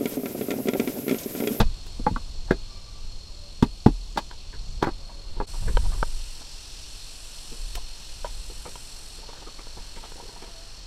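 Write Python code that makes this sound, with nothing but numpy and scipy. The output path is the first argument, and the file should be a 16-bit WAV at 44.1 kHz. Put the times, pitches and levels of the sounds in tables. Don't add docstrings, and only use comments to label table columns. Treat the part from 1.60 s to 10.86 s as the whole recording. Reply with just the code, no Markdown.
import sys
import numpy as np
from scipy import signal
from scipy.fft import rfft, irfft, next_fast_len
from scipy.io import wavfile
from scipy.ndimage import uniform_filter1d

SR = 44100
rng = np.random.default_rng(int(sys.argv[2]) if len(sys.argv) > 2 else 0)


def wav_out(sig):
    wavfile.write(sys.argv[1], SR, np.round(np.clip(np.atleast_2d(sig).T, -1, 1) * 32767).astype(np.int16))


N = 408366
TIME = np.arange(N) / SR
AGE = np.arange(SR // 3) / SR

# (time [s], wall level [dB], pitch favoured by the struck place [Hz],
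# contact brightness [Hz], thud level [dB], thud pitch [Hz], fibre crack level [dB],
# time between rebounds [s], loss per rebound [dB])
POLE_BLOWS = [(0.002, -8, 470, 3540, -9.5, 169, -18, .009, 9),
              (0.394, -34, 480, 600, -27, 250, -65, .01, 16),
              (0.4646, -11, 890, 910, -18.5, 228, -59, .006, 6),
              (0.509, -36, 480, 600, -21.5, 187, -66, 0.0117, 10),
              (0.5605, -18.5, 1180, 1400, -28.5, 244, -58, .004, 20),
              (0.908, -13, 1730, 2310, -4, 377, -30.5, .0105, 12),
              (2.0246, -15, 1000, 2280, -1, 247, -23.5, 0.0079, 11.5),
              (2.2609, -10, 800, 850, 4.5, 252.5, -26.5, 0.021, 17.5),
              (2.573, -16.5, 910, 2300, -28, 333, -22.5, 0.0049, 4.5),
              (3.225, -12, 970, 2300, -11.5, 330, -25.5, .013, 9.5),
              (3.2691, -18, 634, 1150, -20, 316, -40, .009, 3.5),
              (3.800, -22, 890, 1400, -23.5, 393, -53, 0.0096, 4.5)]
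# (pitch [Hz], level [dB], share of the decay time [ratio])
POLE_TONES = [(483, -4, 0.66), (774, -6, 0.49), (867, -5, 0.85), (968, -10.5, 1.13), (1162, -4, 0.74),
              (1382, -2.5, 0.57), (1612, -4, 0.78), (2043, -8.5, 0.86), (2500, -15.5, 2.4), (3400, -4, 0.4),
              (4286, 0, 0.26)]
# (multiple of the thud pitch [ratio], level [dB], share of its decay time [ratio])
GROUND_TONES = [(.52, 2, 0.58), (1, 2.5, 0.83), (1.27, -3, 0.92), (1.75, -10.5, 0.9)]
# (frequency [Hz], level per Hz [dB])
FIBRE_COLOUR = [(200, -1.5), (900, 12), (1800, -8), (2600, -3.5), (3600, 2), (5000, -3.5), (7000, -12),
                (10000, -17), (15500, -25)]
# (time [s], level [dB], favoured pitch [Hz], contact brightness [Hz], decay by 60 dB [s])
SLAT_TAPS = [(4.1707, -12.5, 1520, 2190, 0.018), (4.428, -11.5, 1480, 1350, 0.016),
             (6.645, -22, 450, 900, 0.03), (7.120, -38, 1600, 2500, 0.013), (7.156, -27, 1300, 2500, 0.011),
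             (7.689, -36, 890, 785, 0.05), (8.0687, -36, 636, 700, 0.017), (8.5197, -33, 634, 2000, 0.0098),
             (8.5998, -38, 900, 795, 0.025)]
# (pitch [Hz], level [dB], share of the decay time [ratio])
SLAT_TONES = [(467, 2.5, 0.95), (614, -0.5, 0.83), (948, -1.5, 1.74), (1080, -5.5, 0.87), (1260, 2, 0.52),
              (1565, -1, 0.78), (2335, -6.5, 0.79), (3130, -3, 0.79), (4230, -4, 0.55)]
# (time [s], rms level [dB], brightness [Hz])
BLADE_SLIPS = [(0.877, -48.5, 1300), (2.559, -37, 900), (2.702, -45, 2980), (2.923, -47, 2010),
               (3.213, -37, 700), (3.233, -33, 1550), (3.488, -48, 1200), (3.762, -43.5, 700),
               (3.935, -44, 890), (4.071, -35, 1170), (4.243, -43.5, 1020), (4.315, -45, 1270),
               (4.805, -50, 910), (5.915, -45.5, 450), (6.162, -43, 610), (6.645, -41.5, 2000),
               (6.893, -45, 500), (7.05, -38.5, 2020), (7.981, -46, 1740), (8.165, -44, 1500),
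               (8.357, -44, 2800), (8.425, -43.5, 2950), (8.817, -45.5, 2400)]
# (start [s], end [s], typical rms level [dB])
HANDLING_RUNS = [(3.998, 4.41, -51.5), (7.569, 7.85, -49.5), (8.529, 8.88, -49)]
# (time [s], level [dB], decay by 60 dB [s])
FIBRE_SNAPS = [(0.266, -42, 0.046), (4.777, -49, .04), (6.153, -30, 0.054)]
# (frequency [Hz], level per Hz [dB])
SNAP_COLOUR = [(500, 5), (1000, 2), (2500, 2.5), (5000, 1), (9000, -4), (15500, -10)]
# (pitch [Hz], half width [Hz], typical level [dB], pulses per second [Hz])
NEAR_INSECT = (4310, 137, -52.5, 43.5)
# (pitch [Hz], half width [Hz],
# relative level at the first spot [dB], relative level at the second spot [dB])
CHORUS_BANDS = [(2835, 370, -11.5, -7), (3920, 610, -5, -4), (5210, 520, -5.5, -4.5),
                (5670, 400, -14.5, -7), (6500, 1240, -8.5, -7)]
# (time [s], level [dB])
CHORUS_SWELL = [
    [(0.0, -47), (2.12, -49), (2.81, -47), (3.84, -51)],
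    [(3.9, -45.5), (4.05, -46.5), (4.97, -44), (9.26, -48)],
]
# (frequency [Hz], level per Hz [dB])
SHRILL_COLOUR = [(5500, -15), (6900, -9.5), (7500, 1), (9000, -2), (10200, -6), (10700, -11), (11900, -9),
                 (12400, -15), (13800, -19.5), (15500, -35)]
# (start [s], crest [s], stop [s], level at the crest [dB])
SHRILL_BOUTS = [(0, .45, .7, -59.5), (1.2, 2.3, 4, -60.5), (3.868, 4.255, 4.8, -49),
                (4.6, 5.85, 6.16, -49.5), (6.0, 7.157, 7.57, -49.5), (7.6, 8.449, 9.17, -54.5)]
# (middle [s], half length [s], pitch [Hz], level [dB])
FAR_TONES = [(1.22, 0.19, 1164, -62.5), (1.83, 0.12, 578, -62), (3.56, 0.21, 562, -61),
             (8.92, 0.2, 665, -58)]
# (time [s], level [dB])
AIR_LEVEL = [(0.0, -55.5), (1.29, -57.5), (2.32, -59.5), (4.3, -54.5), (4.62, -57), (7.14, -56),
             (8.85, -55), (9.26, -56.5)]
# (frequency [Hz], level per Hz [dB])
AIR_COLOUR_FIRST = [(80, -0.5), (150, 2.5), (300, -1.5), (600, -4.5), (1150, -7.5), (1400, -12),
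                    (1850, -15.5), (3000, -10.5), (8000, -32), (15000, -44)]
AIR_COLOUR_SECOND = [(80, 1), (220, -6), (400, -7), (700, -9), (900, -8), (1200, -10.5), (1900, -13.5),
                     (3000, -22), (8000, -39), (15000, -41)]
# (time [s], slow swell level [dB], relative buffet level [dB], half length [s])
WIND_GUSTS = [(0.018, -17.5, -37, 0.1), (0.488, -29, -48, 0.18), (0.855, -30, -57, 0.19),
              (1.49, -30.5, -65, 0.094), (3.15, -32.5, -50.5, 0.31), (3.783, -28.5, -49, 0.13),
              (4.174, -18.5, -36.5, 0.18), (4.435, -24.5, -67, 0.24), (6.125, -30, -66, 0.2),
              (6.744, -34, -58, .27), (8.252, -39, -67, 0.27)]
# (frequency [Hz], level per Hz [dB])
SWELL_COLOUR = [(10, -5.5), (20, 6), (28, -1.5), (45, -7), (70, -23), (180, -40), (2000, -100)]
# (frequency [Hz], level per Hz [dB])
BUFFET_COLOUR = [(30, -27), (55, -5.5), (75, 1.5), (105, -8.5), (180, -17.5), (500, -62), (2000, -100)]

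REBOUNDS = 2
WALL_T60_S, CRACK_T60_S = 0.062, 0.069
THUD_CYCLES = 7.67
THUD_DAMPING = 0.19
SLIP_S = 0.03
HANDLING_PER_S, HANDLING_HZ, HANDLING_SPREAD_DB = 22.0, 905, 2.5
BOUT_SWELL_DB_PER_S, BOUT_EDGE_DB_PER_S, SHRILL_REST_DB = 5, 79, -63.5
MOVE_S = 3.868
CUTOFF_HZ = 15700


def pole():
    out = np.zeros(N)
    for s, wall_db, favoured_hz, contact_hz, thud_db, thud_hz, crack_db in contacts():
        wall = from_db(wall_db) * wall_ring(favoured_hz, contact_hz)
        thud = from_db(thud_db) * ground_thud(thud_db, thud_hz)
        crack = from_db(crack_db) * fibre_crack()
        add(out, s, wall + thud + crack)
    return out


def contacts():
    for s, wall_db, favoured_hz, contact_hz, thud_db, thud_hz, crack_db, gap, loss_db in POLE_BLOWS:
        for k in range(REBOUNDS + 1):
            lost = k * loss_db
            yield (s + k * gap, wall_db - lost, favoured_hz, contact_hz,
                   thud_db - lost, thud_hz, crack_db - lost)


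def wall_ring(favoured_hz, contact_hz, crunch_db=-7, crunch_t60=0.08):
    ring = struck(POLE_TONES, favoured_hz, contact_hz, WALL_T60_S, spread_db=1., favour_db=13, octaves=0.32)
    chatter = rng.standard_normal(len(AGE)) * dying(crunch_t60)
    short_ring = struck(POLE_TONES, favoured_hz, contact_hz, 0.0036, spread_db=2.5)
    crunch = signal.fftconvolve(chatter, short_ring)[:len(AGE)]
    return ring + from_db(crunch_db) * crunch / np.abs(crunch).max()


def ground_thud(thud_db, thud_hz, shake_hz=39, shake_db=-24, shake_t60=0.71):
    t60 = THUD_CYCLES / thud_hz * from_db(-THUD_DAMPING * thud_db)
    thud = np.zeros(len(AGE))
    for k, (ratio, db, share) in enumerate(GROUND_TONES):
        tone = np.sin(2 * np.pi * ratio * thud_hz * AGE)
        thud += (-1) ** k * from_db(db) * tone * dying(share * t60)
    thud = low_pass(scattered(thud, level_db=-9.5, t60=0.084), 930)
    shake = from_db(shake_db) * np.sin(2 * np.pi * shake_hz * AGE) * dying(shake_t60)
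    return thud + shake


def fibre_crack(grain_db=2.0):
    bundle_times = AGE[::40]
    bundles = np.interp(AGE, bundle_times, rng.standard_normal(len(bundle_times)))
    tearing = rms_one(noise(FIBRE_COLOUR, len(AGE)) * from_db(grain_db * bundles))
    return tearing * dying(CRACK_T60_S) * (1 - dying(0.004))


def slat():
    out = np.zeros(N)
    for s, db, favoured_hz, contact_hz, t60 in SLAT_TAPS:
        add(out, s, from_db(db) * slat_tap(favoured_hz, contact_hz, t60))
    for s, db, bright_hz in BLADE_SLIPS + faint_slips():
        add(out, s, from_db(db) * slip(bright_hz))
    for s, db, t60 in FIBRE_SNAPS:
        add(out, s, from_db(db) * noise(SNAP_COLOUR, len(AGE)) * dying(t60))
    return out


def slat_tap(favoured_hz, contact_hz, t60):
    push = from_db(-14) * np.sin(2 * np.pi * 170 * AGE) * dying(0.028)
    tick = from_db(-22) * noise(FIBRE_COLOUR, len(AGE)) * dying(0.0098)
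    ring = struck(SLAT_TONES, favoured_hz, contact_hz, t60, spread_db=3.5, favour_db=1.5)
    return push + tick + scattered(ring, level_db=-8, t60=0.019)


def slip(bright_hz, catches_per_s=1100):
    stroke = AGE / SLIP_S * np.exp(-3 * AGE / SLIP_S)
    caught = rng.random(len(AGE)) < catches_per_s / SR
    catches = caught * rng.standard_normal(len(AGE)) * stroke
    ring = struck(SLAT_TONES, bright_hz, bright_hz, 0.014, spread_db=4.5, favour_db=2.5, octaves=0.8)
    rub = rms_one(signal.fftconvolve(catches, ring)[:len(AGE)])
    rub += from_db(-8.0) * rms_one(low_pass(catches, bright_hz))
    return rub * np.sqrt(SLIP_S * SR / (np.sum(rub ** 2) + 1e-20))


def faint_slips(spread_octaves=0.35):
    slips = []
    for start, end, run_db in HANDLING_RUNS:
        for s in np.arange(start, end, 1 / HANDLING_PER_S):
            moment = s + rng.random() / HANDLING_PER_S / 2
            db = run_db + HANDLING_SPREAD_DB * rng.standard_normal()
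            bright_hz = HANDLING_HZ * 2 ** (spread_octaves * rng.standard_normal())
            slips.append((moment, db, bright_hz))
    return slips


def insects(moved, waver_db=1.0):
    near_hz, near_width_hz, near_db, per_s = NEAR_INSECT
    pulse = np.sin(2 * np.pi * per_s * np.cumsum(1 + 0.011 * drift(3.43)) / SR)
    near = from_db(near_db + waver_db * drift(9)) * buzz(near_hz, near_width_hz) * (1 + .27 * pulse)
    shrill = shrill_level() * noise(SHRILL_COLOUR, N) * (1 + .15 * pulse)
    swell = from_db(-3.0) * in_time(np.vstack(CHORUS_SWELL)) * (1 + .1 * pulse)
    chorus = np.zeros(N)
    for hz, width_hz, first_db, second_db in CHORUS_BANDS:
        band_db = first_db + moved * (second_db - first_db) + waver_db * drift(9)
        chorus += swell * buzz(hz, width_hz) * from_db(band_db)
    return near + shrill + chorus


def shrill_level():
    bouts = [db - BOUT_SWELL_DB_PER_S * np.abs(TIME - crest) - BOUT_EDGE_DB_PER_S * np.maximum(TIME - stop, 0)
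             for _, crest, stop, db in SHRILL_BOUTS]
    begun = [TIME >= start for start, *_ in SHRILL_BOUTS]
    return from_db(np.max(bouts, axis=0, where=begun, initial=SHRILL_REST_DB))


def buzz(hz, width_hz):
    size = next_fast_len(N)
    bins = np.fft.rfftfreq(size, 1 / SR)
    resonance = 1 / (1 + np.abs((bins - hz) / width_hz) ** 5) ** .5
    return rms_one(irfft(resonance * rfft(rng.standard_normal(size)))[:N])


def far_calls(width_hz=14, octave_db=-10):
    out = np.zeros(N)
    for s, half, hz, db in FAR_TONES:
        swell = from_db(db) * np.exp(-((TIME - s) / half) ** 4)
        out += swell * (buzz(hz, width_hz) + from_db(octave_db) * buzz(2 * hz, 2 * width_hz))
    return out


def air(moved):
    hush = np.sqrt(1 - moved) * noise(AIR_COLOUR_FIRST, N) + np.sqrt(moved) * noise(AIR_COLOUR_SECOND, N)
    swell = wind_level((-38.5, -42), [(s, db, half) for s, db, _, half in WIND_GUSTS])
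    buffets = wind_level((-51, -69), [(s, db, half) for s, _, db, half in WIND_GUSTS])
    wind = gusts(SWELL_COLOUR, swell) + from_db(4.5) * gusts(BUFFET_COLOUR, buffets)
    return from_db(3.5) * in_time(AIR_LEVEL) * hush + wind


def wind_level(calm_db, peaks):
    power = from_db(np.linspace(*calm_db, N)) ** 2
    for s, db, half in peaks:
        power += (from_db(db) * np.exp(-((TIME - s) / half) ** 2)) ** 2
    return np.sqrt(power)


def gusts(spectrum, level):
    lumps = noise(spectrum, N)
    return level * lumps / np.sqrt(uniform_filter1d(lumps ** 2, size=SR // 6))


def struck(modes, favoured_hz, contact_hz, t60, spread_db, favour_db=7, octaves=0.23):
    hz, db, share = np.transpose(modes)
    favour = favour_db * np.exp(-(np.log2(hz / favoured_hz) / octaves) ** 2)
    db = db + favour + spread_db * rng.standard_normal(len(hz))
    hz = hz * (1 + 0.016 * rng.standard_normal(len(hz)))
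    rings = np.zeros(len(AGE))
    for k in range(len(hz)):
        rings += (-1) ** k * from_db(db[k]) * np.sin(2 * np.pi * hz[k] * AGE) * dying(share[k] * t60)
    soft = low_pass(rings, contact_hz)
    return soft / np.abs(soft).max()


def scattered(sound, level_db, t60):
    cloud = rng.standard_normal(len(AGE)) * dying(t60) * (1 - dying(t60 / 3))
    copies = signal.fftconvolve(sound, cloud / np.linalg.norm(cloud))[:len(sound)]
    return sound + from_db(level_db) * copies


def noise(spectrum, size):
    hz, db = np.transpose(spectrum)
    padded = next_fast_len(size)
    bins = np.maximum(np.fft.rfftfreq(padded, 1 / SR), 1)
    gain = from_db(np.interp(np.log(bins), np.log(hz), db))
    return rms_one(irfft(gain * rfft(rng.standard_normal(padded)))[:size])


def dying(t60):
    return np.exp(-np.log(1000) * AGE / max(t60, 1e-3))


def drift(per_s):
    return np.interp(TIME * per_s, np.arange(N // 100), rng.standard_normal(N // 100))


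def low_pass(x, hz, order=2):
    return signal.sosfilt(signal.butter(order, min(hz, SR / 2 - 100), fs=SR, output="sos"), x)


def from_db(db):
    return 10 ** (np.asarray(db) / 20)


def rms_one(x):
    return x / np.sqrt(np.mean(x ** 2) + 1e-20)


def in_time(rows):
    return from_db(np.interp(TIME, *np.transpose(rows)))


def add(out, s, sound):
    i = max(round(s * SR), 0)
    out[i:i + len(sound)] += sound[:N - i]


def scene():
    moved = np.clip((TIME - MOVE_S) / 0.013, 0, 1)
    dip = 1 - 0.88 * np.exp(-((TIME - 3.863) / 0.01) ** 2)
    background = insects(moved) + far_calls() + air(moved)
    return (pole() + slat() + dip * background)[None]


def record(dry, top=1.0):
    held = dry / (1 + (dry / top) ** 6) ** (1 / 6)
    return signal.sosfilt(signal.ellip(10, .1, 90, CUTOFF_HZ, fs=SR, output="sos"), held)


dry = scene()
out = record(dry)
wav_out(out)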